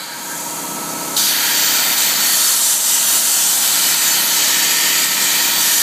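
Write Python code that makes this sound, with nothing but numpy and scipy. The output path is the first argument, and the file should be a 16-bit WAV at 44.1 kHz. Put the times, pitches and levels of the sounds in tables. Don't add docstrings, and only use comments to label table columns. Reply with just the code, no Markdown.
import sys
import numpy as np
from scipy import signal
from scipy.fft import rfft, irfft
from scipy.io import wavfile
from scipy.ndimage import uniform_filter1d

SR = 44100
rng = np.random.default_rng(int(sys.argv[2]) if len(sys.argv) > 2 else 0)


def ratio(d):
    e = np.asarray(d, float) / 20
    return 10 ** e


def transcribe(u):
    v = np.clip(np.atleast_2d(u).T, -1, 1)
    q = np.round(v * 32767).astype(np.int16)
    wavfile.write(sys.argv[1], SR, q)


N = 256646
STRIKE_S = 1.162


def evened(x):
    return x / np.sqrt(np.mean(x ** 2) + 1e-20)


def read(points, hz):
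    f, value = np.transpose(points)
    return np.interp(np.log(hz + 1), np.log(f + 1), value)


def lifted(modes, hz):
    return sum(db / (1 + (2 * (hz - f) / width) ** 2) for f, width, db in modes)


def drift(shape, *spans):
    x = rng.standard_normal(shape)
    for axis, span in enumerate(spans):
        x = uniform_filter1d(x, span, axis)
        x = uniform_filter1d(x, span, axis)
    return evened(x)


def gate(s, rise):
    return np.clip((np.arange(N) / SR - s) / rise, 0, 1)


def hiss(rows, edges, colour_db, blur_hz, patchy_db, stripes_db, ring=(0, 1), size=1024):
    hop = size // 4
    hz = np.fft.rfftfreq(size, 1 / SR)
    t = np.arange(4 * N // size + 5) * hop / SR
    s, *columns = np.transpose(rows)
    shape = ratio(2 * colour_db(hz))
    above = [1 / (1 + np.exp((edge - hz) / blur_hz)) for edge in edges[1:-1]]
    lower, upper = [1] + above, above + [0]
    power = 0
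    for k in range(len(edges) - 1):
        band = (lower[k] - upper[k]) * shape
        total = band[(hz >= edges[0]) & (hz < edges[-1])].sum()
        power = power + np.outer(ratio(2 * np.interp(t, s, columns[k])), band / total)
    field_db = patchy_db * drift(power.shape, 10, 5) + stripes_db * drift(power.shape, 50, 2)
    ring_hz = np.interp(t, s, columns[-1])[:, None]
    field_db = field_db + lifted([(ring_hz, ring[1], ring[0])], hz)
    real, imaginary = rng.standard_normal((*power.shape, 2)).T
    spectra = (real + 1j * imaginary) * (np.sqrt(power) * ratio(field_db)).T
    noise = signal.istft(spectra, nperseg=size, noverlap=size - hop)[1][:N]
    return np.sqrt(3 / 2) * noise


def air():
    # t/s, level/dB
    course = [
        (0, -32.5),
        (.1, -35),
        (.4, -35),
        (.8, -35.5),
        (1.155, -33.5),
    ]
    # f/Hz, level/dB per Hz
    colour = [(1180, -26), (2000, -13), (2090, -9), (2370, -8), (2630, -18.5), (3190, -7.5), (3540, -11),
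              (4120, -7), (5020, -10), (6590, 3.5), (9740, -3), (13900, -3.5), (15300, -12)]
    nozzle_hz = 4600
    s = np.arange(0, STRIKE_S, .01)
    low_db = np.interp(s, *np.transpose(course))
    filling = np.clip((s - .1) / .22, 0, 1)
    high_db = low_db + 1.9 + 7.5 * filling
    rows = np.c_[s, low_db, high_db, nozzle_hz + 0 * s]
    x = hiss(rows, (2600, 5100, 15300), lambda hz: read(colour, hz), 130,
             patchy_db=0.25, stripes_db=1.5, ring=(3.5, 450))
    return ratio(-1.2) * x * (1 - gate(STRIKE_S, 0.012))


def fading():
    # t/s, level/dB
    decay = [
        (0, -38),
        (.2, -37),
        (.35, -38),
        (.6, -60),
    ]
    return hiss(decay, (1100, 2200), lambda hz: lifted([(1606, 810, 33)], hz), 1,
                patchy_db=-3.0, stripes_db=1.5)


def cut():
    # t/s, level/dB
    power = [
        (1.18, 0.3),
        (1.6, 0.4),
        (2.4, 1.1),
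        (3.2, -0.65),
        (4, 1.6),
        (4.6, 0.5),
        (5.2, 0.14),
        (5.79, 1.7),
    ]
    # t/s, change/dB, fall/s, recovery/s
    falters = [(1.37, -2, 0.069, 0.21), (1.87, -0.5, 0.1, 0.02), (1.96, -2.5, 0.033, 0.02),
               (2.17, -2.3, 0.08, 0.069), (2.6, -2, 0.063, 0.1), (2.79, -4.5, 0.064, 0.11),
               (3.17, 2.5, 0.18, 0.02), (3.61, -1, 0.16, 0.018), (3.96, -3, 0.02, 0.12),
               (4.1, -1.7, 0.02, 0.091), (4.26, -1.9, 0.1, 0.1), (5.08, -2.5, 0.031, 0.18),
               (5.55, -1.5, 0.12, 0.033)]
    # t/s, share/0-1
    spray = [(1.18, 0.7), (1.36, 0.09), (1.92, 0), (2.02, 0.24), (2.18, 0), (2.28, 0.42), (2.64, 0.99),
             (3.04, 0.72), (3.52, 0.8), (3.76, 0.46), (4.6, 0.11), (5.56, 0), (5.6, 0.23), (5.79, 0.55)]
    # t/s, share/0-1
    slag = [(1.18, 0.2), (1.32, 1.02), (1.64, 0.28), (1.96, 0.9), (2.0, 0.2), (2.26, 0.7), (2.98, 0.14),
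            (3.06, 0.67), (3.42, 0.22), (3.58, 0.69), (4.14, 0.5), (4.24, 1.03), (4.4, 0.15), (5.79, 0.42)]
    # t/s, share/0-1
    height = [(1.18, 0.9), (1.28, 0.3), (1.6, 0.7), (2.2, 0.96), (2.24, 0.42), (3.52, 0.82), (3.9, 0.23),
              (4.34, 0.47), (4.66, 0), (5.02, 0.3), (5.32, 0.3), (5.58, 0.92), (5.64, 0), (5.79, 0)]
    hold_s, fade_s = 0.12, 0.078
    s = np.arange(0, N / SR, .005)
    arc_db = np.interp(s, *np.transpose(power))
    for at, db, fall, back in falters:
        arc_db = arc_db + np.interp(s, [at - fall, at, at + back], [0, db, 0])
    shares = [np.interp(s, *np.transpose(course)) for course in (spray, slag, height)]
    blow_back = np.clip(1 - (s - STRIKE_S - hold_s) / fade_s, 0, 1)
    return s, arc_db, np.array([s ** 0, *shares, blow_back])


def workshop_db(pace=1):
    start_db, rise_db_per_s, top_db = -38, 9, -31
    ducked_db, per_spray_db, per_arc, duck_s = -33, -4, .6, 0.12
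    s, arc_db, state = cut()
    free = np.minimum(start_db + pace * rise_db_per_s * s, top_db)
    ducked = ducked_db + per_spray_db * state[1] + per_arc * arc_db
    return s, free + (ducked - free) * np.clip((s - STRIKE_S) / duck_s, 0, 1)


def shop():
    # f/Hz, level/dB per Hz
    colour = [(40, -55), (70, -49), (100, -24), (140, -10), (200, 0.5), (300, -4.5), (450, -5.5), (650, -3),
              (900, -4), (1200, -4), (1550, -6.5), (2350, -14), (2700, -10), (4000, -40)]
    # multiple of the stroke rate, level/dB rms
    compressor = [(6, -72), (7, -67), (8, -59), (10, -49), (12, -52), (15, -56), (16, -49), (18, -45),
                  (20, -46), (22, -54), (24, -54), (26, -52), (30, -52), (32, -57), (34, -52), (38, -52),
                  (40, -50), (42, -53), (50, -53), (51, -54), (52, -46), (53, -54), (56, -52), (57, -40),
                  (58, -42), (59, -51), (64, -53), (67, -55), (78, -50), (80, -40)]
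    throb_db = (1.5, 0.4, 1.2)
    paces = (1.12, 1.9, 0.96)
    slopes, throb_at_db = (1.74, .75, 1.6), -33
    strokes_hz, stroke_s = 16.368, .406
    t = np.arange(N) / SR
    s, level_db = workshop_db()
    rumble = hiss(np.c_[s, level_db], (130, 800), lambda hz: read(colour, hz), 1,
                  patchy_db=0.16, stripes_db=-0.4, size=2048)
    swell = []
    for db, slope, pace in zip(throb_db, slopes, paces):
        gain_db = np.interp(t, *workshop_db(pace))
        swell.append(ratio(db + slope * (gain_db - throb_at_db)))
    turn = 2 * np.pi * strokes_hz * (t - stroke_s)
    waver_db = 1.1 * drift((60, len(compressor)), 3).T
    orders = 0
    for (k, db), wavering in zip(compressor, waver_db):
        waver = ratio(np.interp(t, np.linspace(0, t[-1], 60), wavering))
        group = (k > 44) + (k > 70)
        phase = .21 * (k - 57.5) ** 2
        orders = orders + waver * swell[group] * ratio(db) * np.cos(k * turn + phase)
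    return ratio(-3.7) * rumble + ratio(3.3) * orders


def strike():
    t = np.arange(400) / SR
    phase = 2 * np.pi * np.cumsum(4800 - 200000 * t) / SR
    chirp = np.sin(phase) * np.exp(-((t - .004) / 0.0037) ** 2)
    padded = np.r_[ratio(-10.5) * chirp, np.zeros(N - len(t))]
    return np.roll(padded, round((STRIKE_S + .002) * SR))


def slot():
    # f/Hz, level/dB per Hz
    envelope = [(240, -67), (400, -25.5), (639, -12), (886, -10.5), (956, -10), (1070, -11.5), (1270, -8.5),
                (1860, -5), (2070, -4), (2750, -4.5), (3070, -4.5), (4590, -3), (5400, -8), (7020, -28.5),
                (11900, -120)]
    # f/Hz, width/Hz, lift/dB
    modes = [(1400, 110, 5), (1640, 60, 2), (1840, 140, 7), (2390, 100, 5), (2580, 60, 2), (3030, 130, 7),
             (3210, 110, 5), (3750, 200, 3), (4330, 60, 3), (4750, 130, 3), (5130, 250, -4)]
    # level/dB, then dB per full spray, slag, height, blow-back
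    follows = [
        (-35.5, -1.7, 3.5, 4, -4),
        (-24, -9, 0.1, -2.4, -1.5),
        (-26.5, -3, -1.5, -0.8, -0.68),
        (-22.2, -3, -1.1, 0.55, 2.6),
    ]
    # f/Hz, then Hz per full spray, slag, height, blow-back
    ring_follows = (4569, -150, -38, -1, 58)
    # start t/s, end t/s, lip level/dB, ring level/dB
    sings = [
        (2.306, 2.73, -1.2, 1.5),
        (2.9, 3.46, 2, -0.8),
        (3.5, 3.62, -1.5, -0.3),
        (4.38, 4.95, 2.5, 0.5),
    ]
    s, arc_db, state = cut()
    sings_db = 0
    for start, end, *db in sings:
        inside = np.clip(np.minimum(s - start, end - s) / 0.032, 0, 1)
        sings_db = sings_db + np.outer([0, 0, *db], inside)
    levels_db = arc_db + sings_db + follows @ state
    rows = np.c_[s, levels_db.T, ring_follows @ state]
    return hiss(rows, (1000, 1616, 2606, 3325, 5670), lambda hz: read(envelope, hz) + lifted(modes, hz), 65,
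                patchy_db=0.4, stripes_db=1.68, ring=(4., 400))


def jet():
    # f/Hz, level/dB per Hz
    envelope = [(2940, -35), (5000, -5), (5240, -5), (6170, -1), (7750, 0), (9840, -7), (11500, -5),
                (13500, -5), (14700, -7), (15200, -10)]
    # f/Hz, width/Hz, lift/dB
    modes = [(5830, 510, 2), (6180, 250, 1), (7020, 330, 0.5), (7370, 180, 0), (7670, 230, 0.5),
             (8230, 730, 2.5)]
    # level/dB, then dB per full spray, slag, height, blow-back
    follows = [
        (-19.5, 3.5, -5, -0.14, .3),
        (-30.5, 8, 2.3, 1.6, -.3),
        (-26, 4, 5.5, -6, .6),
        (-26.5, -1.9, 0.5, 5.5, 0.2),
    ]
    # f/Hz, then Hz per full spray, slag, height, blow-back
    whistle_follows = (6900, 548, -600, 400, -500)
    s, arc_db, state = cut()
    levels_db = arc_db + follows @ state
    rows = np.c_[s, levels_db.T, whistle_follows @ state]
    return hiss(rows, (5130, 8730, 10850, 12580, 15200), lambda hz: read(envelope, hz) + lifted(modes, hz), 180,
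                patchy_db=0.8, stripes_db=1.3, ring=(3.5, 1300))


def scene():
    sputter = ratio(.8 * drift(N, 40) + 0.16 * drift(N, 600))
    arc = (ratio(-0.08) * slot() + ratio(-0.1) * jet()) * sputter * gate(STRIKE_S, 0.0066)
    mono = air() + fading() + shop() + strike() + arc
    return np.array([mono, mono])


def rounded_lines(x):
    # f/Hz, level/dB over the neighbouring lines
    coarse = [(100, -40), (400, -26), (2500, -12), (5200, -1), (7500, 0), (10000, 3), (13000, 4),
              (15000, 4.5)]
    n, k = np.arange(2048)[:, None], np.arange(1024)
    window = np.sin(np.pi * (n + .5) / 2048)
    basis = window * np.cos(np.pi / 1024 * (n + 512.5) * (k + .5)) / np.sqrt(512)
    blocks = np.pad(x, (1024, 2048 - N % 1024)).reshape(-1, 1024)
    lines = np.hstack([blocks[:-1], blocks[1:]]) @ basis
    nearby = np.sqrt(abs(uniform_filter1d(lines ** 2, size=90, axis=1))) + 1e-9
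    whim_db = 2.2 * np.repeat(drift((len(lines), 128), 2), 8, axis=1)
    step = nearby * ratio(read(coarse, (k + .5) * SR / 2048) + whim_db)
    rounded = np.sign(lines) * np.floor(abs(lines) / step + .4) * step
    back = rounded @ basis.T
    return (back[:-1, 1024:] + back[1:, :1024]).ravel()[:N]


def wide_bursts():
    # t/s, low f/Hz, high f/Hz, level/dB
    fills = [(.447, 10300, 11800, -41), (1.032, 4200, 5250, -38), (1.032, 8300, 9730, -38),
             (1.938, 5170, 6370, -31), (1.938, 6900, 9040, -29), (2.171, 4200, 6300, -27),
             (2.171, 9650, 11750, -30), (2.402, 12400, 13850, -31), (2.475, 4650, 6300, -27),
             (3.077, 6250, 8350, -23), (4.122, 5600, 6950, -27), (4.705, 4200, 5200, -28),
             (5.03, 4200, 5200, -28), (5.77, 6250, 7650, -26)]
    side, hz = np.zeros(N + 2048), np.fft.rfftfreq(2048, 1 / SR)
    window = np.sin(np.pi * np.arange(2048) / 2048)
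    for s, low_hz, high_hz, db in fills:
        band = (hz > low_hz) & (hz < high_hz)
        burst = irfft(rfft(rng.standard_normal(2048)) * band)
        side[round(s * SR) - 1024:][:2048] += ratio(db) * evened(burst) * window
    return np.array([side[:N], -side[:N]])


def roll_off(x):
    return signal.sosfilt(signal.butter(12, 15940, fs=SR, output="sos"), x)


def record(dry):
    x = rounded_lines(.9 * np.tanh(dry[0] / .9))
    low_pass = signal.firwin(1023, 15290, window=("kaiser", 12), fs=SR)
    x = signal.oaconvolve(x, low_pass, "same")
    x = signal.sosfilt(signal.butter(3, 85, "high", fs=SR, output="sos"), x)
    return roll_off(x + wide_bursts())


dry = scene()
out = record(dry)
transcribe(out)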